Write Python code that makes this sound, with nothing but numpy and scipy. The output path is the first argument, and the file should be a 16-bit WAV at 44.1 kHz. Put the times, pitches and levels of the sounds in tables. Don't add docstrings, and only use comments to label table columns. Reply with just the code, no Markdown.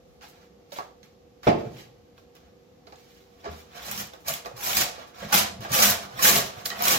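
import sys
import numpy as np
from scipy import signal
from scipy.fft import rfft, irfft, next_fast_len
from scipy.io import wavfile
from scipy.ndimage import uniform_filter1d

SR = 44100
rng = np.random.default_rng(int(sys.argv[2]) if len(sys.argv) > 2 else 0)


def master_out(mix):
    frames = np.transpose(np.atleast_2d(mix))
    ceiling = np.clip(frames, -1, 1)
    pcm = np.round(ceiling * 32767).astype(np.int16)
    wavfile.write(sys.argv[1], SR, pcm)


def field_ratio(decibels):
    return 10 ** (np.asarray(decibels, dtype=float) / 20)


N = 307818
SIZE = next_fast_len(N + 32768)
HZ = np.fft.rfftfreq(SIZE, 1 / SR) + 1e-3

# (full bite t/s, level/dB, rise/s, hold/s, keenness/dB)
CUTS = [(3.768, -44.5, 0.11, 0.057, -1), (3.862, -39, 0.2, .06, 4), (3.914, -36.5, 0.03, 0.05, 4.5),
        (3.979, -35, 0.026, 0.018, 7), (4.28, -32, 0.032, 0.024, 6), (4.345, -41, .1, 0.0064, 10),
        (4.64, -32.5, 0.06, 0.012, 8), (4.665, -30.5, 0.066, 0.061, 4), (4.75, -28, 0.087, 0.021, 5),
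        (4.772, -22.5, 0.038, 0.011, 1), (4.81, -24.5, 0.18, 0.0049, 1), (5.328, -20, 0.013, 0.051, 0),
        (5.39, -24, 0.13, 0.008, 0), (5.744, -22, 0.053, 0.078, 1), (5.826, -19, 0.051, 0.017, 2.5),
        (5.87, -24, 0.079, 0.032, 4), (6.228, -22.5, 0.028, .02, 6.5), (6.243, -18, 0.053, 0.0093, 3),
        (6.272, -18, 0.046, 0.015, 3), (6.36, -21.5, 0.2, 0.0083, 1), (6.66, -39.5, 0.025, .002, 14.5),
        (6.836, -27, 0.035, .02, 2.5), (6.886, -22, 0.14, 0.051, 1)]
# (t/s, level/dB, rise/s, hold/s, keenness/dB)
GLIDES = [(3.4, -59.5, 0.027, 0.068, 4), (3.454, -46, 0.034, 0.0089, -16), (3.5, -51.5, .03, 0.047, 1),
          (3.6, -52, 0.43, 0.0017, 8), (4.134, -53, 0.03, 0.0069, 5), (4.2, -64, .05, 0.026, 17),
          (4.454, -47.5, 0.026, 0.0047, 5.5), (4.568, -45, 0.028, 0.044, 8), (4.606, -39.5, .02, .02, 6.5),
          (4.95, -49.5, 0.11, 0.075, -3), (5.07, -55.5, 0.097, 0.014, 6.5), (5.15, -50.5, 0.035, .03, -1),
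          (5.19, -45, 0.085, 0.012, 1), (5.234, -41, 0.12, 0.0044, -4), (5.3, -41.5, 0.089, .02, 2),
          (5.612, -42.5, 0.015, 0.031, -0.5), (5.654, -42.5, 0.09, 0.0074, -6),
          (6.03, -45, 0.21, 0.012, 1.5), (6.19, -35.5, 0.05, .02, 2.5), (6.462, -40.5, 0.12, 0.0035, 4.5),
          (6.6, -49, 0.54, 0.017, 3.5), (6.714, -41, 0.03, 0.0086, -3), (6.8, -43, .2, 0.022, 4)]
# (t/s, level/dB, rise/s, hold/s, f/Hz)
CHATTER = [(3.49, -48.5, 0.025, 0.057, 214.7), (3.9, -46, 0.0463, 0.13, 202.2),
           (4.3, -58.5, 0.032, 0.045, 203.6), (4.7, -51, 0.0917, 0.045, 205),
           (4.78, -41.5, 0.061, 0.04, 205), (5.234, -41, 0.035, 0.033, 204.8),
           (5.34, -36, 0.025, 0.099, 204.1), (5.52, -45.5, 0.063, 0.079, 188.7),
           (5.61, -42.5, 0.025, 0.029, 199), (5.72, -38, 0.052, 0.028, 195.6),
           (5.83, -33.5, 0.11, 0.066, 204), (6.04, -47.5, 0.15, 0.03, 200.1),
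           (6.24, -39.5, 0.08, 0.058, 199), (6.32, -33.5, 0.064, 0.069, 200), (6.42, -43, 0.051, .03, 199),
           (6.5, -55, .05, 0.29, 195.3), (6.83, -42, 0.11, 0.13, 201)]
# (f/Hz, level/dB per Hz)
TEAR = [(40, -11.5), (150, 2), (310, -8), (500, -7.5), (780, -3.5), (1000, -8), (1700, -4.5), (4900, -7),
        (6500, -9), (9000, -15), (13000, -10), (16500, -17.5)]
# (f/Hz, width/Hz, level/dB)
BOARD = [(221, 34, 6), (300, 72, -1.5), (390, 11.5, 7), (513.2, 19, 8.5), (574, 13, 0.5), (700, 70, 3.5),
         (800, 80, -3), (1140, 240, 4), (1490, 170, 0)]
# (f/Hz, width/Hz, level/dB)
BLADE = [(2475, 24, 3.5), (4650, 330, -2), (5900, 440, -0.5), (7300, 190, 2)]
BAND_HZ = (190, 600, 3500, 12000)
# (f/Hz, level/dB per Hz)
RUMBLE = [(20, -42), (42, -32), (60, 12), (100, -4), (160, -24)]
# (t/s, peak level/dB, fine hiss level/dB)
SNAPS = [(2.3524, -48.5, 4.5), (3.913, -31, 15), (3.977, -22.5, 1), (4.267, -44, 5), (4.283, -24, 13),
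         (4.3388, -23, 6), (4.7319, -16, -2), (4.7699, -11.5, 4.5), (4.812, -13, 3), (5.3255, -21, 2),
         (5.607, -45.5, 11), (5.719, -30, 13), (5.7308, -25.5, 13), (5.8252, -13, 2), (5.904, -34, 3),
         (6.225, -27, 3), (6.6566, -18.5, 2), (6.662, -21, 1), (6.696, -31, -10.5), (6.8225, -30, 12),
         (6.8537, -17.5, 8), (6.8823, -11.5, 9)]
# (t/s, peak level/dB, board level/dB)
TAPS = [(0.211, -43.5, -4), (0.7214, -40, -1), (0.7622, -38, 1), (0.7867, -33, 3.5), (.8, -45, 6),
        (1.031, -42, -30), (2.1791, -47, -2), (2.8697, -45, 4), (2.9237, -41, 0), (3.444, -38, 6),
        (3.4545, -39.5, 10), (4.136, -38.5, -3), (4.4494, -36, 2), (4.459, -30, -2), (5.648, -32, 0),
        (6.1265, -44, 0.5), (6.592, -37, -3), (6.703, -17, -23)]
# (t/s, peak level/dB, f/Hz, t60/s)
TICKS = [(0.7202, -39.5, 3800, 0.016), (0.7607, -44, 4200, .015), (0.7869, -29.5, 1000, 0.063),
         (0.7996, -34, 1150, .05), (2.871, -49.5, 4100, 0.036), (2.957, -52, 3600, .03),
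         (2.959, -53, 7140, .03), (4.339, -28, 14800, .02), (4.0723, -39, 13000, .012),
         (5.327, -21.5, 1500, .05), (5.8255, -18, 6100, 0.014), (5.8321, -25, 5000, .012),
         (5.79, -22, 2980, .012), (6.124, -52, 2590, 0.026), (6.2531, -14, 1675, 0.057),
         (6.6563, -30, 14500, .012), (6.66, -21.5, 4560, .014), (6.6985, -31, 14000, .012),
         (6.8227, -16.5, 12800, 0.012), (6.8355, -20, 12000, .012), (6.856, -27, 12000, .014),
         (6.907, -18, 5500, 0.011)]
# (frequency ratio, level/dB)
TICK_PARTIALS = [(.8, -9.5), (.91, -3.5), (1, 3.5), (1.12, 1)]
# (t/s, peak level/dB, f/Hz)
RAPS = [(0.721, -28.5, 568), (.764, -31, 608), (0.7875, -31, 718), (.8, -35, 764), (2.87, -40, 400),
        (2.925, -39, 800), (3.442, -54, 481), (3.455, -44, 900), (3.466, -25, 407), (3.912, -27, 1184),
        (4.133, -36, 503), (4.282, -23.5, 701), (4.299, -24.5, 650), (4.456, -40, 526), (4.467, -33, 483),
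        (4.512, -32.5, 542), (4.98, -30, 503), (5.129, -47, 380), (5.225, -27, 547), (5.326, -15.5, 870),
        (5.645, -40, 700), (5.649, -26, 1610), (5.79, -15.5, 516.3), (5.822, -20, 542),
        (6.714, -21.5, 1905), (6.125, -51, 485), (6.191, -16.5, 1073), (6.702, -26, 1210),
        (6.806, -21, 725)]
# (frequency ratio, level/dB)
RAP_PARTIALS = [(1.001, -0.5), (1.62, -4), (2.35, -15)]
# (t/s, peak level/dB, f/Hz, swell/s)
JOLTS = [(1.471, -25, 133, 0.019), (3.479, -34.5, 77.5, 0.032), (3.927, -61, 178.8, 0.017),
         (4.295, -40, 147, 0.013), (4.536, -37, 122, 0.012), (4.772, -50, 147, 0.047),
         (5.221, -43, 165, 0.025), (5.326, -27, 175, 0.018), (5.449, -43, 83.5, 0.06),
         (5.593, -28, 116.5, 0.0081), (5.704, -25.5, 125, 0.011), (5.842, -48, 131, 0.029),
         (5.9, -37, 89.6, 0.024), (6.136, -36.5, 124.2, 0.014), (6.248, -44, 168, 0.024),
         (6.332, -52, 171.3, 0.027), (6.416, -37.5, 129.8, 0.023), (6.57, -36, 113, 0.0098),
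         (6.824, -61, 152, 0.034), (6.9, -34, 139, 0.026)]
# (t/s, level/dB)
KNOCK = (1.469, -4.5)
# (t after landing/s, level/dB)
BOUNCES = [
    (0, -7),
    (.0043, -2.5),
    (.0086, 0.5),
    (0.0226, -5.5),
    (.037, -7),
]
# (f/Hz, level/dB, t60/s)
BENCH = [(131, -12, 0.21), (184, -9, 0.25), (205, -4, .3), (232.2, -0.5, 0.4), (353, 2, 0.4),
         (391, -6, .35), (433.3, 0, 0.39), (485, -4, 0.35), (568, -10, 0.49), (640, -3, 0.22),
         (700, 4.5, 0.22), (767, -2.5, 0.44), (1077, -10, 0.36), (1300, -6, 0.25)]
# (f/Hz, level/dB per Hz)
KNOCK_CRACK = [(40, -32), (120, -11), (200, -14.5), (300, -9), (420, -4), (700, -7), (1000, -13),
               (1700, -23), (2500, -25), (6000, -39), (9000, -52), (16000, -59)]
# (t/s, level/dB, rise/s, hold/s, keenness/dB)
SCUFFS = [(.222, -49.5, 0.022, 0.021, -1), (.28, -58.5, 0.037, 0.0076, 12.5), (.33, -62.5, .05, 0.11, -1),
          (.72, -48.5, 0.0037, 0.03, 6.5), (.755, -46, 0.067, 0.022, 2), (.79, -56, .005, 0.02, -5),
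          (1.032, -58, .01, 0.011, 1), (1.432, -44.5, 0.01, 0.033, -1), (1.52, -56.5, .03, 0.15, -2),
          (1.792, -46.5, 0.14, 0.0021, 0.5), (2.178, -63, .03, .005, 3), (2.356, -57.5, 0.024, .002, -0.5),
          (2.43, -68, .05, 0.045, -2), (2.87, -62.5, .02, 0.09, 1), (2.97, -62, 0.051, 0.25, 3)]
# (f/Hz, level/dB per Hz)
FAN = [(15, -56), (25, -25), (65, -5), (121, -11.5), (187, -7.5), (433, -13.5), (483, -6), (600, -21),
       (726, -15), (1010, -29), (1090, -23), (1430, -30.5), (9580, -33), (14000, -41), (16500, -62)]
# (f/Hz, level/dB)
HUM = [(479.5, -62), (387.5, -71), (735, -77)]
# f/Hz, level/dB, steady until t/s, then fade/dB per s
FADING_HUM = (511, -66, 2.6, 8)
# (f/Hz, t60/s)
ROOM_T60 = [(100, 1), (500, 0.48), (2000, 0.34), (6000, 0.39), (14000, 0.13)]
MOVE_S = {"edge": .017, "body": .12}
# (f/Hz, left minus right level/dB)
PORTS = [(60, 2.5), (110, 3.5), (200, -3.5), (380, -2), (700, -2), (1290, -1), (2380, 0.5), (4400, -2),
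         (6600, -6), (8600, 9), (14000, 3.5)]
# (f/Hz, width/Hz, level/dB)
PORT_DIP = [(8600, 590, -6), (10220, 3300, -4.5)]

PLACES = 6
PORT_LAG = 14


def drawknife():
    grain = fibres(spread_db=1.66, flutter_db=3.5, crackle_db=12.0)
    thud, board, tear, hiss = bands(colour(grain, TEAR, BOARD + BLADE))
    cut, cut_keen = gestures(CUTS, sag_db_s=26, fall_db_s=257)
    glide, glide_keen = gestures(GLIDES, sag_db_s=0, fall_db_s=242)
    shake_db, bench_hz = gestures(CHATTER, sag_db_s=0, fall_db_s=337)
    db = np.maximum(cut, glide)
    keen = np.where(cut > glide, cut_keen, glide_keen)
    bite = np.clip(db + 25, -40, 10)

    hiss_db = 2 + 0.38 * bite + keen
    edge = field_ratio(db - 2.5) * (tear + field_ratio(hiss_db) * hiss)

    growth_db = 1.5 * (np.arange(N) / SR - 5.3)
    glide_board_db = 0
    gliding = uniform_filter1d(1. * (glide > cut), size=600)
    board_db = -5 + growth_db + glide_board_db * gliding - 0.26 * bite - 0.38 * keen
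    patchy = field_ratio(1.5 * walk(25))
    body = field_ratio(db + board_db - 1.0) * patchy * board

    phase = 2 * np.pi * np.cumsum(bench_hz) / SR + 2.4 * walk(14)
    sing = np.sin(phase) * field_ratio(1.8 * walk(30))
    floor_db = 0.5 * uniform_filter1d(db, SR // 20) - 39
    rumble = unit(colour(rng.standard_normal(N), RUMBLE)) * field_ratio(floor_db)
    port_difference = 0.22 * np.roll(rumble, 9000) * [[1], [-1]]
    bench = field_ratio(shake_db) * (0.87 * sing + 0.53 * thud)
    bench = bench + field_ratio(-50 + 0.53 * bite) * thud + rumble + port_difference
    return edge, body, bench


def snaps(board_s=0.017, splinter=0.51):
    _, board, tear, hiss = bands(colour(rng.standard_normal(N), TEAR, BOARD + BLADE))
    click = colour(1. * (np.arange(N) == 5000), TEAR)
    _, _, tick, fine = (b[4900:5100] for b in bands(click))
    out, t = np.zeros(N), np.arange(4000) / SR
    # (t/s, level/dB, hiss/dB, board/dB, crack decay/s)
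    rows = [(s, db, -23, board_db, 0.0023) for s, db, board_db in TAPS]
    rows += [(s, db, hiss_db, -26, 0.0021) for s, db, hiss_db in SNAPS]
    for s, db, hiss_db, board_db, crack_s in rows:
        i, gain = int(s * SR), field_ratio(db)
        cut = slice(i, i + len(t))
        crack = (tear[cut] + field_ratio(hiss_db) * hiss[cut]) * np.exp(-t / crack_s)
        board_ring = field_ratio(board_db) * board[cut] * np.exp(-t / board_s)
        out[cut] += gain * splinter * (crack + board_ring)
        out[i - 100:i + 100] += gain * (tick + field_ratio(hiss_db) * fine) / tick.max() * 1.3
    return out


def ticks():
    out, t = np.zeros(N), np.arange(2000) / SR
    for s, db, hz, t60 in TICKS:
        tone = sum(field_ratio(d) * np.sin(2 * np.pi * hz * ratio * t) for ratio, d in TICK_PARTIALS)
        i = int(s * SR)
        out[i:i + len(t)] += field_ratio(db - 5.5 - 60 * t / t60) * tone
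    return out


def raps():
    t60, swell_s = 0.062, 0.0018
    out, t = np.zeros(N), np.arange(4000) / SR
    for s, db, hz in RAPS:
        tone = 0
        for ratio, partial_db in RAP_PARTIALS:
            level = field_ratio(partial_db + 2 * rng.standard_normal())
            tone = tone + level * np.sin(2 * np.pi * hz * ratio * t) * field_ratio(-60 * t * ratio / t60)
        tone = tone * (1 - np.exp(-t / swell_s))
        i = int(s * SR)
        out[i:i + len(t)] += field_ratio(db - 4) * tone
    return out


def jolts():
    out, t = np.zeros(N + SR), np.arange(SR // 2) / SR
    for s, db, hz, swell in JOLTS:
        push = t / swell * np.exp(1 - t / swell)
        i = int(s * SR)
        out[i:i + len(t)] += field_ratio(db - 5.5) * push * np.sin(2 * np.pi * hz * t)
    return out[:N]


def knock():
    start, level_db = KNOCK
    since = np.clip(np.arange(N) / SR - start, 0, None)
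    land = 1 - np.exp(-since / 0.0018)
    blow = 0.056 * rng.standard_normal(N) * land * np.exp(-since / 0.011)
    for s, db in BOUNCES:
        blow[int((start + s) * SR)] += field_ratio(db)
    modes = 0
    for k, (hz, db, t60) in enumerate(BENCH):
        modes = modes + (-1) ** k * field_ratio(db) * ring(blow, hz, t60)
    crack = unit(colour(rng.standard_normal(N), KNOCK_CRACK)) * land * np.exp(-since / 0.017)
    return field_ratio(level_db) * 0.39 * modes / abs(modes).max(), field_ratio(level_db) * 0.66 * crack


def scuffs():
    _, body, rub, hiss = bands(colour(fibres(spread_db=2.5, flutter_db=4.0, crackle_db=-6), TEAR))
    db, keen = gestures(SCUFFS, sag_db_s=0, fall_db_s=238)
    return field_ratio(db - 2.5) * (rub + field_ratio(keen - 6) * hiss + field_ratio(-3.5 - 3.4 * keen) * body)


def air():
    t = np.arange(N) / SR
    hums = 0
    for hz, db in HUM:
        level = field_ratio(db + 2 + 1.5 * walk(6.4))
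        hums = hums + level * np.sin(2 * np.pi * hz * t + 0.15 * walk(7.0))
    hz, db, until, fade = FADING_HUM
    level = field_ratio(db + 2 - fade * np.maximum(t - until, 0))
    hums = hums + level * np.sin(2 * np.pi * hz * t + 0.6 * np.sin(3.1 * t))
    fan = colour(rng.standard_normal((2, N)), FAN, [(9100, 3100, -16.0), (448, 19, -9)])
    return pair(unit(fan) * field_ratio(-58.5 + 0.7 * walk(3))) + hums


def echoes(size=32768):
    t, hz = np.arange(size) / SR, np.fft.rfftfreq(size, 1 / SR) + 1e-3
    noise = rfft(rng.standard_normal((2, size)))
    tail = 0
    for mid_hz in 60 * 2 ** np.arange(9):
        octave = np.clip(1 - abs(np.log2(hz / mid_hz)), 0, 1)
        tail = tail + irfft(noise * octave, size) * field_ratio(-60 * t / on_log(ROOM_T60, mid_hz))
    tail = tail * np.clip(t / 0.0098, 0, 1)
    early = rng.standard_normal((2, size)) * np.exp(-t / 0.009)
    tail = field_ratio(-6) * tail / np.sqrt((tail ** 2).sum())
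    early = field_ratio(-1.5) * early / np.sqrt((early ** 2).sum())
    echo = pair(tail + early)
    echo[[0, 1], [PORT_LAG + rng.integers(-26, 9), 0]] += field_ratio(-4.5)
    return echo[:, :size - 2048]


def room(x, move_s, spots):
    place, out = np.arange(N) / SR / move_s, 0
    for k, echo in enumerate(spots):
        distance = abs((place - k + PLACES / 2) % PLACES - PLACES / 2)
        near = np.clip(1 - distance, 0, 1)
        out = out + rfft(x * np.sin(np.pi / 2 * near), SIZE) * echo
    return irfft(out, SIZE)[:, :N]


def pair(x):
    hz = np.fft.rfftfreq(x.shape[1], 1 / SR) + 1e-3
    share = 1 / (1 + (250 / hz) ** 4)
    mid, side = rfft(x)
    return irfft(np.array([mid + share * side, mid - share * side]), x.shape[1])


def fibres(spread_db, flutter_db, crackle_db):
    flutter = 0.82 * walk(60) + walk(400)
    size = field_ratio(spread_db * rng.exponential(size=N) + flutter_db * flutter)
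    struck = rng.random(N) < 260 / SR
    splinters = struck * field_ratio(crackle_db + 2.5 * np.minimum(rng.exponential(size=N), 2))
    return size * rng.standard_normal(N) + splinters


def gestures(rows, sag_db_s, fall_db_s):
    t = np.arange(0, N, 32) / SR
    s, db, rise, hold, keen = np.array(rows).T[:, :, None]
    after = t - s
    level = db + 25 * np.minimum(after, 0) / rise
    level = level - sag_db_s * np.clip(after, 0, hold) - fall_db_s * np.maximum(after - hold, 0)
    keen = uniform_filter1d(keen[level.argmax(axis=0), 0], size=15)
    loudest = np.maximum(level.max(axis=0), -110)
    return [np.interp(np.arange(N) / SR, t, curve) for curve in (loudest, keen)]


def walk(rate):
    k = int(SR / rate)
    held = np.repeat(rng.standard_normal(N // k + 1), k)
    return 0.46 * uniform_filter1d(held, k)[:N]


def ring(x, hz, t60):
    pole = np.exp(2j * np.pi * hz / SR - np.log(1000) / (t60 * SR))
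    return signal.lfilter([0, pole.imag], [1, -2 * pole.real, abs(pole) ** 2], x + 1e-18)


def bands(x):
    place = np.interp(np.log(HZ), np.log(BAND_HZ), np.arange(4))
    spectrum = rfft(x, SIZE)
    out = []
    for k in range(4):
        window = np.sin(np.pi / 2 * np.clip(1 - abs(place - k), 0, 1)) ** 2
        out.append(unit(irfft(spectrum * window, SIZE)[:N]))
    return out


def colour(x, table, peaks=()):
    humps = sum(d / (1 + ((HZ - f) / (w / 2)) ** 2) for f, w, d in peaks)
    return irfft(rfft(x, SIZE) * field_ratio(on_log(table, HZ) + humps), SIZE)[..., :N]


def on_log(table, hz):
    f, v = np.transpose(table)
    return np.interp(np.log(hz), np.log(f), v)


def unit(x):
    return x / np.sqrt(np.mean(x ** 2))


def scene():
    edge, board, bench = drawknife()
    snap, tick, rap = snaps(), ticks(), raps()
    top, crack = knock()
    spots = [rfft(echoes(), SIZE) for _ in range(PLACES)]
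    quick = edge + scuffs() + 0.78 * snap + crack + field_ratio(-4) * tick
    slow = board + 0.85 * rap + 0.47 * top
    echoing = room(quick, MOVE_S["edge"], spots) + room(slow, MOVE_S["body"], spots)
    near = tick + 0.7 * top + field_ratio(-8) * (snap + rap)
    direct = np.array([np.roll(near, PORT_LAG), near])
    return echoing + direct + bench + jolts() + air()


def low_pass(x):
    return signal.sosfilt(signal.butter(12, 16830, fs=SR, output="sos"), x)


def record(dry):
    tilt = on_log(PORTS, HZ) / 2
    ports = irfft(rfft(dry, SIZE) * field_ratio([tilt, -tilt]), SIZE)[:, :N]
    ports = np.tanh(1.15 * ports) / 1.15
    ports = colour(ports, [(25, -10), (50, 0), (15850, 0), (16000, -44)], PORT_DIP)
    return low_pass(ports)


dry = scene()
out = record(dry)
master_out(out)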